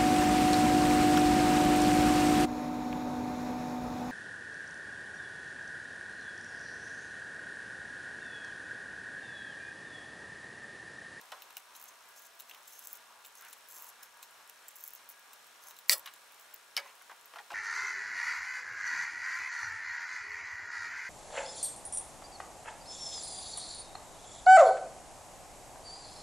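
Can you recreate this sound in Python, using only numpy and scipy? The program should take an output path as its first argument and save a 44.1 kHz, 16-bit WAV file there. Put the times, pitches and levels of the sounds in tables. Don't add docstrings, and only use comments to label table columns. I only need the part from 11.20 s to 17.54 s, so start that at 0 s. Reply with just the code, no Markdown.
import sys
import numpy as np
from scipy import signal
from scipy.fft import rfft, irfft, next_fast_len
from scipy.io import wavfile
from scipy.ndimage import map_coordinates

SR = 44100
rng = np.random.default_rng(int(sys.argv[2]) if len(sys.argv) > 2 else 0)


def voltage_ratio(level):
    return 10 ** (np.asarray(level, float) / 20)


def unload_wav(signal):
    wavfile.write(
        sys.argv[1],
        SR,
        np.round(np.clip(np.atleast_2d(signal).T, -1, 1) * 32767).astype(np.int16),
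    )


N = 279594

# start_s, peak_db, top_modes_db
CHIP_BREAKS = [(1.4778, -42, 4), (1.4855, -42, 2), (1.494, -50, 1), (1.507, -43, -2), (1.5158, -49, 4),
               (1.5258, -44, 0), (1.5363, -46, 1), (1.5457, -51, -2), (1.5666, -46, -3), (1.5916, -35, 0),
               (1.5979, -44, -3), (1.605, -47, 1), (1.6127, -49, -1), (1.6237, -46, 1), (1.6395, -44, -1),
               (1.6499, -38, -1), (1.6568, -38, 1), (1.6721, -29, 3), (1.6828, -36, 4), (1.691, -45, 3),
               (1.7011, -43, -7), (1.7113, -43, 3), (1.7214, -39, 5), (1.73, -26, 7), (1.756, -40, 3),
               (1.7616, -46, 2), (1.7723, -36, 2), (2.475, -52, -3), (2.487, -37, 2), (2.4916, -49, -3),
               (2.4972, -44, 6), (2.5037, -46, 0), (2.5106, -39, -3), (2.5186, -45, 1), (2.5227, -37, 1),
               (2.531, -42, 0), (2.542, -39, 2), (2.5477, -38, 1), (2.5538, -43, 2), (2.56, -41, 2),
               (2.565, -40, 2), (2.5696, -41, -3), (2.5776, -39, -6), (2.5837, -37, 3), (2.5915, -41, -3),
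               (2.5979, -43, -1), (2.6086, -44, -2), (2.6131, -47, 0), (2.6224, -31, 11), (2.6295, -46, -4),
               (2.6439, -35, 5), (2.6556, -44, -2), (2.6675, -41, -3), (2.6777, -47, -6), (2.6872, -42, -1),
               (2.6923, -42, -2), (2.7004, -44, -7), (2.7259, -57, -5)]
# start_s, peak_db, top_modes_db
SHORT_CUT_CATCHES = [(0.559, -44, 0), (0.5645, -36, -1), (0.5988, -40, 3), (0.6141, -38, 4),
                     (0.626, -36, 1), (0.6403, -34, 6), (0.6562, -46, 0), (0.6852, -51, -1),
                     (0.9614, -45, 2), (0.9722, -48, 1), (0.9945, -40, 6), (1.0206, -43, 1),
                     (1.0363, -47, 3), (1.0644, -46, 1), (1.0686, -48, -7), (2.1532, -43, -4),
                     (2.1763, -51, -2), (2.2108, -40, 4), (2.2221, -42, -3), (2.2497, -42, 4),
                     (2.2986, -44, 2), (2.3098, -42, 9), (2.3292, -34, -2), (2.3336, -36, 1),
                     (2.3783, -50, 7), (2.3855, -50, -1), (2.4079, -57, -6), (3.483, -32.5, 3),
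                     (3.4884, -40, 0), (3.557, -37, 7), (3.5635, -39, -1), (3.5685, -40, 1),
                     (3.5811, -47, 4), (3.5855, -41, 2), (3.5946, -45, 11), (3.6069, -35, 9),
                     (3.6121, -38, 12), (3.6285, -44, 13), (3.6385, -28, 4), (3.6502, -40, 4),
                     (3.6591, -41, -7), (3.6638, -38, 7), (3.6688, -41, 1), (3.6776, -27.5, 7),
                     (3.684, -34, 3), (3.7055, -37, 3), (3.7134, -48, 3), (3.7352, -35, 7),
                     (3.7504, -35, 13), (3.7597, -49, -3), (4.4377, -41.5, -4), (4.485, -36, -6),
                     (4.5096, -39, 9), (4.5162, -46, 3), (4.544, -53, -2), (4.566, -42, 4),
                     (4.5884, -36, 5), (4.5941, -44, 5)]
# start_s, peak_db, top_modes_db
SLACK_JAWS = [(0.0133, -39, 5), (0.0558, -50, -9), (0.1201, -48, -14), (0.2212, -33, 5), (0.2291, -45, 8),
              (0.3063, -46, -2), (0.3267, -47, 4), (0.3691, -27, 6.5), (0.3793, -36, 2), (0.8886, -48, 1),
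              (1.1521, -48, 6), (1.193, -40, 14), (1.1993, -35, 5), (1.2053, -33, 11), (1.2207, -42, 3),
              (1.296, -39, 1), (1.3123, -46, 0), (1.3464, -42, 5), (1.4315, -48, -4), (2.0481, -46, 5),
              (2.0523, -45, -2), (2.0615, -37.5, -3), (2.0693, -42, 1), (2.0813, -44, 1), (2.8324, -36, 4),
              (2.9721, -51, -1), (3.0284, -35, 5), (3.109, -49, -6), (3.2756, -46, -8), (3.297, -28, 10),
              (3.89, -33, 10), (3.895, -39, 1), (3.8998, -37, 2), (3.9122, -41, 10), (3.9957, -46, 3),
              (4.2433, -49, -10), (4.2689, -45, 7), (4.6844, -37, 0), (4.7667, -35, 1), (4.7755, -33.5, 9),
              (4.781, -32, 4), (4.7947, -32, 0), (4.8606, -36, 6), (4.8648, -38.5, -3), (4.9375, -40, 1),
              (4.9621, -51, -11), (5.1219, -46, 3), (5.1443, -46, -7), (5.1972, -44, 2), (5.2109, -46, 5),
              (5.2203, -48, 5), (5.339, -38, -1), (5.3425, -29, 15), (5.3611, -45, -3), (5.7538, -47, 0),
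              (5.822, -42, 0), (6.012, -49, -5), (6.0578, -41, 8)]
# start_s, peak_db, top_modes_db
EXTRA_JAW_TICKS = [(1.4564, -48, -3), (1.523, -45, 0.5), (1.5325, -44, 3), (1.6462, -42, 3), (1.7338, -34, 3),
                   (1.7522, -40, 3), (3.691, -44, 2), (4.1323, -38, 6), (4.1376, -44, 3), (3.9196, -46, 4),
                   (3.5072, -49, -3)]
# start_s, clink_peak_db, upper_modes_db
RESEATS = [(0.014, -41, 9), (0.119, -37, -9), (0.221, -39, -7), (0.306, -44, -2), (0.3686, -32, 2),
           (0.551, -41, 5), (1.1928, -51, 0), (1.199, -40, 2), (1.2057, -40, 4), (1.296, -39, -5),
           (1.312, -38, -12), (1.336, -46, -8), (1.347, -40, -7), (2.048, -42, 0), (2.0523, -41, 2),
           (2.209, -46, 6), (2.2483, -44, -4), (2.3292, -42, 1), (2.3336, -41, 1), (2.832, -42, 1),
           (3.034, -40, 9), (3.029, -36, 4), (3.2968, -40, 0), (4.1323, -45, -1), (4.137, -46, 0),
           (4.509, -42, 0), (4.566, -42, 9), (4.5884, -42, 12), (4.691, -46, 0), (4.8587, -35, -3),
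           (4.938, -41, 6), (5.6996, -49, -2)]
# start_s, length_s, level_db, swell_db, low_modes_relative_db
CUT_STROKES = [
    (0.548, 0.17, -64.5, -2, 6.5),
    (.96, 0.13, -69, 2, 9),
    (1.28, 0.13, -63, -2, -3),
    (1.476, 0.31, -63.5, 4, 4),
    (2.155, 0.24, -63, -9, 1.5),
    (2.497, 0.22, -59, 1.5, 1),
    (3.562, 0.23, -60, -6, 0.5),
    (4.416, 0.12, -66.5, 9, 3),
]
# start_s, level_db
JAW_RASPS = [(0.226, -67), (0.375, -58), (0.887, -63), (1.194, -53.5), (2.045, -65), (2.83, -49),
             (3.023, -55), (3.49, -62), (3.899, -54), (4.57, -61), (4.684, -55), (5.65, -66)]
# pitch_hz, width_hz, level_db
TAP_MODES = [(5490, 200, -6), (6300, 190, 0), (7650, 300, -3), (9800, 160, -8), (10600, 300, -2),
             (11600, 120, 2), (12500, 180, -6), (13000, 260, -6), (13950, 300, 2), (14700, 300, -6),
             (15500, 300, 1)]
# pitch_hz, width_hz, level_db
CASTING_MODES = [(2870, 450, 7.5), (3450, 280, 4), (3950, 500, 7.5), (4480, 440, 1), (5560, 1600, -2)]

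# pitch_hz, width_hz, level_db
CRACK_MODES = [(2270, 300, -9), (4190, 260, 1.5), (4900, 300, 1), (5940, 400, -8)]
# start_s, peak_db, tilt_db_per_octave
SPANNER_BOUNCES = [(4.6955, -13, 2), (4.6985, -17, 1), (4.704, -20, 3), (4.7077, -23, 2), (4.7112, -10, 2),
                   (4.716, -8, 3), (4.7202, -18, 0.1), (4.7226, -12.5, -3), (4.731, -21, 1),
                   (4.7331, -16, 1), (4.7406, -27, 2), (4.7471, -27, 4), (4.75, -26, 5), (4.7552, -26, 7),
                   (4.7588, -39, 8), (4.772, -37, 10), (4.8003, -41, 7)]
# pitch_hz, width_hz, level_db
SPANNER_MODES = [(1384, 100, -10), (1645, 60, -10), (1911, 40, 3), (2270, 60, -3), (3586, 55, -7),
                 (4270, 70, -3), (4345, 50, -2), (4500, 500, -10), (4790, 60, -7), (4980, 45, -1),
                 (5089, 45, 0), (5330, 50, -8), (5906, 40, -4), (6900, 80, -9), (7540, 70, -9),
                 (7926, 38, 7), (10100, 40, -10), (10900, 45, -12), (11097, 60, 7), (11160, 55, 5),
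                 (11790, 50, -10), (12247, 50, -4), (12380, 50, -2), (14755, 55, 1)]
# start_s, peak_db, tilt_db_per_octave
TIP_TOUCHES = [
    (5.5665, -17.5, 0.1),
    (5.5686, -23, 0.1),
]
# pitch_hz, width_hz, level_db
TIP_MODES = [(2970, 450, -1), (4750, 400, 4), (5400, 300, -1), (5900, 300, -11), (10900, 600, -14)]
# start_s, peak_db, tilt_db_per_octave
LAY_DOWN = [
    (5.5744, -22, -5),
    (5.5757, -21, -8),
    (5.5786, -23, -6),
    (5.5848, -37, -10),
    (5.59, -35, -6),
    (5.598, -33, -1),
    (5.602, -38, -8),
]
# pitch_hz, width_hz, level_db
HANDLE_MODES = [(1700, 60, -2), (1975, 45, 5), (2270, 140, 5), (2690, 130, -9), (3120, 560, -3),
                (4340, 87, -9), (4800, 530, 7), (5430, 180, 2), (5670, 230, 0), (8400, 200, -4),
                (11000, 510, 0)]
# pitch_hz, width_hz, level_db
BENCH_MODES = [(330, 90, -10), (520, 27, -1), (556, 7, 6), (584, 25, 5), (872, 12, -4), (980, 10, -3),
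               (1100, 50, -6)]
# start_s, peak_db, casting_clink_db, pitch_hz
DULL_BUMPS = [(0.1196, -33, -12, 900), (0.1239, -38.5, -9, 1090), (0.1336, -44, -15, 900),
              (0.146, -49, -15, 850), (0.3684, -45, -2, 900), (4.858, -38, -2, 1400),
              (4.8735, -40, 4, 1300), (5.567, -36, -6, 1400), (5.579, -32, -12, 750),
              (5.592, -38, -10, 1300), (5.618, -46, -16, 1010), (5.657, -45, -10, 840),
              (5.811, -45, -21, 1220), (5.896, -40, -19, 970), (5.904, -44, -20, 1110),
              (5.914, -39.5, -26, 870), (5.93, -52, -13, 860), (6.136, -37.5, -15, 990),
              (6.158, -35.5, -17, 840), (6.167, -39.5, -18, 900), (6.185, -36, -18, 1500),
              (6.199, -40.5, -24, 799), (6.303, -34.5, -16, 1010), (6.31, -36, -15, 900),
              (6.317, -35, -16, 797), (6.33, -36, -11, 875), (6.336, -38.5, -10, 950)]
# ratio_to_pitch, width_ratio, level_db
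BOARD_MODES = [(.58, 0.2, -6), (.82, 0.15, 1), (1, 0.2, 4), (1.3, 0.23, 1), (1.7, 0.28, -3.5),
               (2.3, 0.36, -5.5), (3.2, .7, -16)]

# centre_s, half_length_s, level_db
SLEEVE_SWEEPS = [(0.021, 0.16, -63.5), (0.253, 0.16, -63), (0.572, 0.14, -61.5), (0.801, 0.3, -66.5),
                 (1.358, 0.092, -61), (1.637, .05, -63.5), (1.96, 0.1, -59.5), (2.25, 0.091, -62),
                 (2.639, 0.12, -59.5), (2.823, 0.045, -62), (2.999, 0.077, -62.5), (3.201, 0.085, -60.5),
                 (3.847, 0.11, -67.5), (4.129, 0.062, -64), (4.481, 0.083, -60.5), (4.818, 0.14, -63.5),
                 (5.151, 0.16, -69.5), (5.702, 0.081, -61.5)]
# centre_s, level_db
CUFF_FLICKS = [
    (1.785, -65),
    (2.25, -56),
    (2.829, -59.5),
    (3.45, -63),
    (5.329, -65),
    (5.951, -66),
]
# centre_s, half_length_s, level_db, pitch_hz
TOOL_DRAGS = [
    (5.635, 0.03, -58, 2100),
    (5.685, 0.04, -59, 2150),
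    (0.165, 0.04, -60, 1300),
    (4.88, 0.025, -55, 1500),
]

# pitch_hz, width_hz, level_db
BUZZ_MODES = [(5330, 900, -3), (7000, 3700, -3.5), (10100, 2530, -8)]
# pitch_hz, level_db_per_hz
FAN_AIR = [(12, -62), (20, -20.5), (202, -20), (354, -13.5), (418, -9), (672, -4.5), (1210, -2.5),
           (1690, -3), (1830, -5), (3480, -8), (4250, -9), (4650, -13), (6500, -13.5), (8740, -14.5),
           (15700, -19)]
# pitch_hz, width_hz, gain_db
DUCT_MODES = [(5410, 170, -0.5), (8440, 300, -9), (11400, 340, -7)]
# pitch_hz, left_right_likeness
PORT_LIKENESS = [(60, -0.26), (180, 0.21), (550, 0.66), (1650, 0.57), (4970, 0.43), (15000, 0.74)]
# pitch_hz, level_db
MOTOR_LINES = [(236.9, -93), (958.2, -75.5), (1179, -77), (1416, -76), (1647, -74.5)]
# centre_s, half_length_s, pitch_hz, level_db
FAR_MOTOR = (1.1, 0.25, 680, -72)
# pitch_hz, t60_s
SHOP_DECAY = [(300, 0.28), (2000, 0.11), (6000, 0.083), (15000, 0.039)]
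# pitch_hz, left_minus_right_db
WORK_LEAN = [(60, -5), (180, -3), (550, 0), (1650, 1), (4970, 0.5), (15000, 0.5)]

LEAD_SAMPLES = 96


def unit(x):
    return x / np.sqrt(np.mean(x ** 2) + 1e-20)


def along(points, hz):
    f, v = np.transpose(points)
    return np.interp(np.log(hz + 1), np.log(f + 1), v)


def curves(rows):
    s, *cols = np.transpose(rows)
    return [np.interp(np.arange(N) / SR, s, c) for c in cols]


def wobble(rate):
    return map_coordinates(rng.standard_normal(int(N * rate / SR) + 4), [np.arange(N) * rate / SR])


def filtered(x, response):
    m = next_fast_len(N + SR // 2)
    return irfft(rfft(x, m) * response(np.fft.rfftfreq(m, 1 / SR)), m)[..., :N]


def add(track, s, sound):
    track[round(s * SR) - LEAD_SAMPLES:][:len(sound)] += sound


def body(peaks, f, scatter_db=0, broad=0, detune=0):
    centre, width, db = np.transpose(peaks)[:, :, None]
    luck = rng.standard_normal((2, len(peaks), 1))
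    centre = centre * (1 + detune * luck[1])
    sign = (-1.) ** np.arange(len(peaks))[:, None]
    strength = sign * voltage_ratio(db + scatter_db * luck[0])
    modes = (strength * 1j * f * width / (centre * centre - f * f + 1j * f * width)).sum(0)
    return modes + broad * (1j * f / (centre.min() + 1j * f)) ** 2


def strike(peaks, scatter_db, broad, chatter_s, snap=3, detune=0, colour=lambda f: 1, size=8192):
    t, f = np.arange(size) / SR, np.fft.rfftfreq(size, 1 / SR)
    force = voltage_ratio(-60 * t / chatter_s) * rng.standard_normal(len(t))
    force[0] = snap
    ring = rfft(force) * body(peaks, f, scatter_db, broad, detune) * colour(f)
    blow = np.roll(irfft(ring), LEAD_SAMPLES)
    blow = blow * signal.windows.tukey(len(t), LEAD_SAMPLES / len(t))
    return blow / np.abs(blow).max()


def grit(rate, clump_db):
    return rng.standard_normal(N) * (rng.random(N) < rate / SR) * voltage_ratio(clump_db * wobble(150))


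def ticks():
    out = np.zeros(N + SR)
    top_grows, top_rest_db, trim_db = 1.3, -3.5, 0.3
    for s, db, top_db in CHIP_BREAKS + SHORT_CUT_CATCHES + SLACK_JAWS + EXTRA_JAW_TICKS:
        top = lambda f: voltage_ratio(np.interp(f, [11800, 13400], [0, top_grows * top_db + top_rest_db]))
        slap = strike(TAP_MODES[2:], 2.5, broad=0.3, chatter_s=0.007, snap=5, detune=0.008,
                      colour=top, size=1024)
        add(out, s, voltage_ratio(db + trim_db) * slap)
    for s, db, upper_db in RESEATS:
        upper = lambda f: voltage_ratio(np.interp(f, [3200, 3800], [0, upper_db]))
        clink = strike(CASTING_MODES, 1.5, broad=0.3, chatter_s=0.022, snap=5, detune=0.025,
                       colour=upper, size=2048)
        add(out, s, voltage_ratio(db) * clink)
    return out[:N]


def scrape():
    bite_s, ease_s = 0.013, 0.025
    rasp_s, rasp_fade_db, rasp_low_db = 0.05, -6, -3
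    moves = CUT_STROKES + [(s, rasp_s, db, rasp_fade_db, rasp_low_db) for s, db in JAW_RASPS]
    rows = []
    for start, length, db, swell_db, low_db in sorted(moves):
        end = start + length
        rows += [(start - bite_s, -85, low_db), (start, db - 2, low_db)]
        rows += [(end - ease_s, db - 2 + swell_db, low_db), (end, -85, low_db)]
    level_db, low_db = curves(sorted(rows))

    slips = unit(grit(700, clump_db=3))
    rub = unit(grit(5000, clump_db=4))

    def low_ring(modes):
        rung = filtered(0.6 * slips + rub, lambda f: body(modes, f, broad=0.14))
        return voltage_ratio(3.5 * wobble(45)) * unit(rung)

    low = low_ring(TAP_MODES[:2]) + 0.35 * low_ring(TAP_MODES[2:3])
    edge = lambda f: 0.42 * (1j * f / (6500 + 1j * f)) ** 3
    high = unit(filtered(slips + 0.4 * rub, lambda f: body(TAP_MODES[3:], f) + edge(f)))
    return voltage_ratio(level_db + 2.4 * wobble(55)) * (high + voltage_ratio(low_db - 2.5) * low)


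def swing():
    crack, jolt = np.zeros((2, N + SR))
    hit_s = 4.6956
    add(crack, hit_s, voltage_ratio(-0.5) * strike(CRACK_MODES, 0, broad=0.15, chatter_s=0.013, snap=6))
    jolt_modes = [(40, 80, -9), (200, 70, -4), (370, 150, 0)]  # pitch_hz, width_hz, level_db
    add(jolt, hit_s, voltage_ratio(-45) * strike(jolt_modes, 0, broad=0, chatter_s=0.0064))
    return crack[:N], jolt[:N]


def slide():
    skid_s, level_db = 4.693, -29.5
    grab_s, hold_s, fade_db_per_s = 0.0041, 0.034, 480
    t = np.arange(N) / SR - skid_s
    grab = np.clip(t / grab_s, 0, 1) ** 2
    level = grab * voltage_ratio(level_db - fade_db_per_s * np.clip(t - grab_s - hold_s, 0, 1))
    rattle = filtered(grit(9000, clump_db=4), lambda f: body(SPANNER_MODES, f, broad=0.3))
    return level * unit(rattle)


def dropped(contacts, steel, broad, chatter_s, board_db):
    out = np.zeros(N + SR)
    thud_grows = 0.45
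    loudest_db = max(row[1] for row in contacts)
    for s, db, tilt_db in contacts:
        colour = lambda f: voltage_ratio(tilt_db * np.log2(np.clip(f, 2000, None) / 5000))
        add(out, s, voltage_ratio(db) * strike(steel, 2.0, broad, chatter_s, snap=6.5, colour=colour))
        thud_db = board_db + thud_grows * (db - loudest_db)
        add(out, s, voltage_ratio(thud_db) * strike(BENCH_MODES, 2.5, broad=0, chatter_s=0.021))
    return out[:N]


def bumps():
    out = np.zeros(N + SR)
    dull = lambda f: 1 / (1 + 1j * f / 3800) ** 2
    for s, db, clink_db, hz in DULL_BUMPS:
        board = np.array(BOARD_MODES) * [hz, hz, 1]
        thud = strike(board, 2.9, broad=0.18, chatter_s=0.05, snap=2.5, detune=0.036, colour=dull)
        clink = strike(CASTING_MODES, 2.5, broad=0.9, chatter_s=0.06, snap=1.5, detune=0.05, colour=dull)
        add(out, s, voltage_ratio(db) * thud)
        add(out, s, voltage_ratio(db + clink_db) * clink)
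    return out[:N]


def brushing(moves):
    out = np.zeros(N + SR)
    t, f = np.arange(SR // 2) / SR - 0.25, np.fft.rfftfreq(SR // 2, 1 / SR)
    for s, half_s, db, hz in moves:
        hump = np.abs(body([(hz, 0.31 * hz, 0)], f)) ** 1.03
        friction = unit(irfft(rfft(rng.standard_normal(len(t))) * hump))
        out[round(s * SR):][:len(t)] += voltage_ratio(db) * np.exp(-(t / half_s) ** 2) * friction
    return out[SR // 4:][:N] * voltage_ratio(0.93 * wobble(25.02))


def sleeve():
    sweeps = [(*row, 1010) for row in SLEEVE_SWEEPS]
    flicks = [(s, 0.059, db, 1560) for s, db in CUFF_FLICKS]
    return brushing(sweeps + flicks)


def glance(x):
    t = np.arange(SR // 100) / SR
    scatter = rng.standard_normal(len(t)) * voltage_ratio(-60 * t / 0.0097)
    side = signal.fftconvolve(x, scatter / np.linalg.norm(scatter))[:N]
    treble = lambda hz: (1j * hz / (2500 + 1j * hz)) ** 2 / (1 + 1j * hz / 14000)
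    return filtered(side, treble) * [[1], [-1]]


def shop(x):
    out, step = np.zeros((2, N + SR)), SR // 4
    for start in range(0, N, step):
        hz, t, z = signal.stft(rng.standard_normal((2, SR // 3)), SR, nperseg=256)
        decay = voltage_ratio(-60 * t / along(SHOP_DECAY, hz)[:, None])
        tail = signal.istft(z * decay, SR, nperseg=256)[1]
        tail[1] = 0.93 * tail[0] + 0.5 * tail[1]
        wet = signal.fftconvolve(x[None, start:start + step], tail / np.linalg.norm(tail[0]), axes=1)
        out[:, start + 60:start + 60 + wet.shape[1]] += wet
    return out[:, :N]


def buzz():
    first_s, field_hz, peak_db = 0.0052, 60 / 1.001, -55.5
    t = (np.arange(N) / SR - first_s) % (1 / field_hz)
    burst = voltage_ratio(-60 * t / 0.011) * (1 - np.exp(-t / 0.0003)) * rng.standard_normal(N)
    tick = filtered(burst, lambda f: body(BUZZ_MODES, f))
    return voltage_ratio(peak_db - 16.0) * unit(tick)


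def fan():
    def air_colour(hz):
        turn = np.arccos(np.clip(along(PORT_LIKENESS, hz), -1, 1)) / 2
        whistle = 1 + np.abs(body(DUCT_MODES, hz))
        return voltage_ratio(along(FAN_AIR, hz)) * whistle * [np.cos(turn), np.sin(turn)]

    air = rng.standard_normal((2, N)) * voltage_ratio(0.67 * wobble(7.7))
    mid, side = filtered(air, air_colour)
    t = np.arange(N) / SR
    hum = np.zeros(N)
    for hz, db in MOTOR_LINES:
        level = np.sqrt(2) * voltage_ratio(db + 2.55 * wobble(6.3))
        hum += level * np.sin(2 * np.pi * hz * t + 0.97 * wobble(8.7))
    s, half_s, hz, db = FAR_MOTOR
    hum += voltage_ratio(db) * np.exp(-((t - s) / half_s) ** 2) * np.sin(2 * np.pi * hz * t)
    air_db = -56 - 2.5
    return voltage_ratio(air_db) * unit(np.array([mid + side, mid - side])) + hum


def scene():
    crack, jolt = swing()
    work = ticks() + scrape() + bumps() + slide() + crack
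    work = work + dropped(SPANNER_BOUNCES, SPANNER_MODES, 0.3, 0.02, board_db=-40)
    work = work + dropped(LAY_DOWN, HANDLE_MODES, 0.75, 0.025, board_db=-48)
    work = work + dropped(TIP_TOUCHES, TIP_MODES, 0.09, 0.012, board_db=-46)
    work = filtered(work, lambda hz: (1j * hz / (330 + 1j * hz)) ** 3)

    half = np.array([[0.5], [-0.5]])
    near = filtered(work + jolt + sleeve(), lambda hz: voltage_ratio(half * along(WORK_LEAN, hz)))
    room = voltage_ratio(-11) * shop(work) + voltage_ratio(-12) * glance(work)
    background = fan() * voltage_ratio(half * 0.36) + buzz() * voltage_ratio(half * 5)
    return near + room + background + brushing(TOOL_DRAGS)


def low_pass(x):
    return signal.sosfilt(signal.butter(12, 17090, fs=SR, output="sos"), x)


def record(dry):
    top_hz = 15800
    limit = lambda hz: voltage_ratio(np.interp(hz, [top_hz - 150, top_hz + 150, 16600, 16900], [0, -26, -32, -90]))
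    return low_pass(filtered(dry, limit))


dry = scene()
out = record(dry)
unload_wav(out)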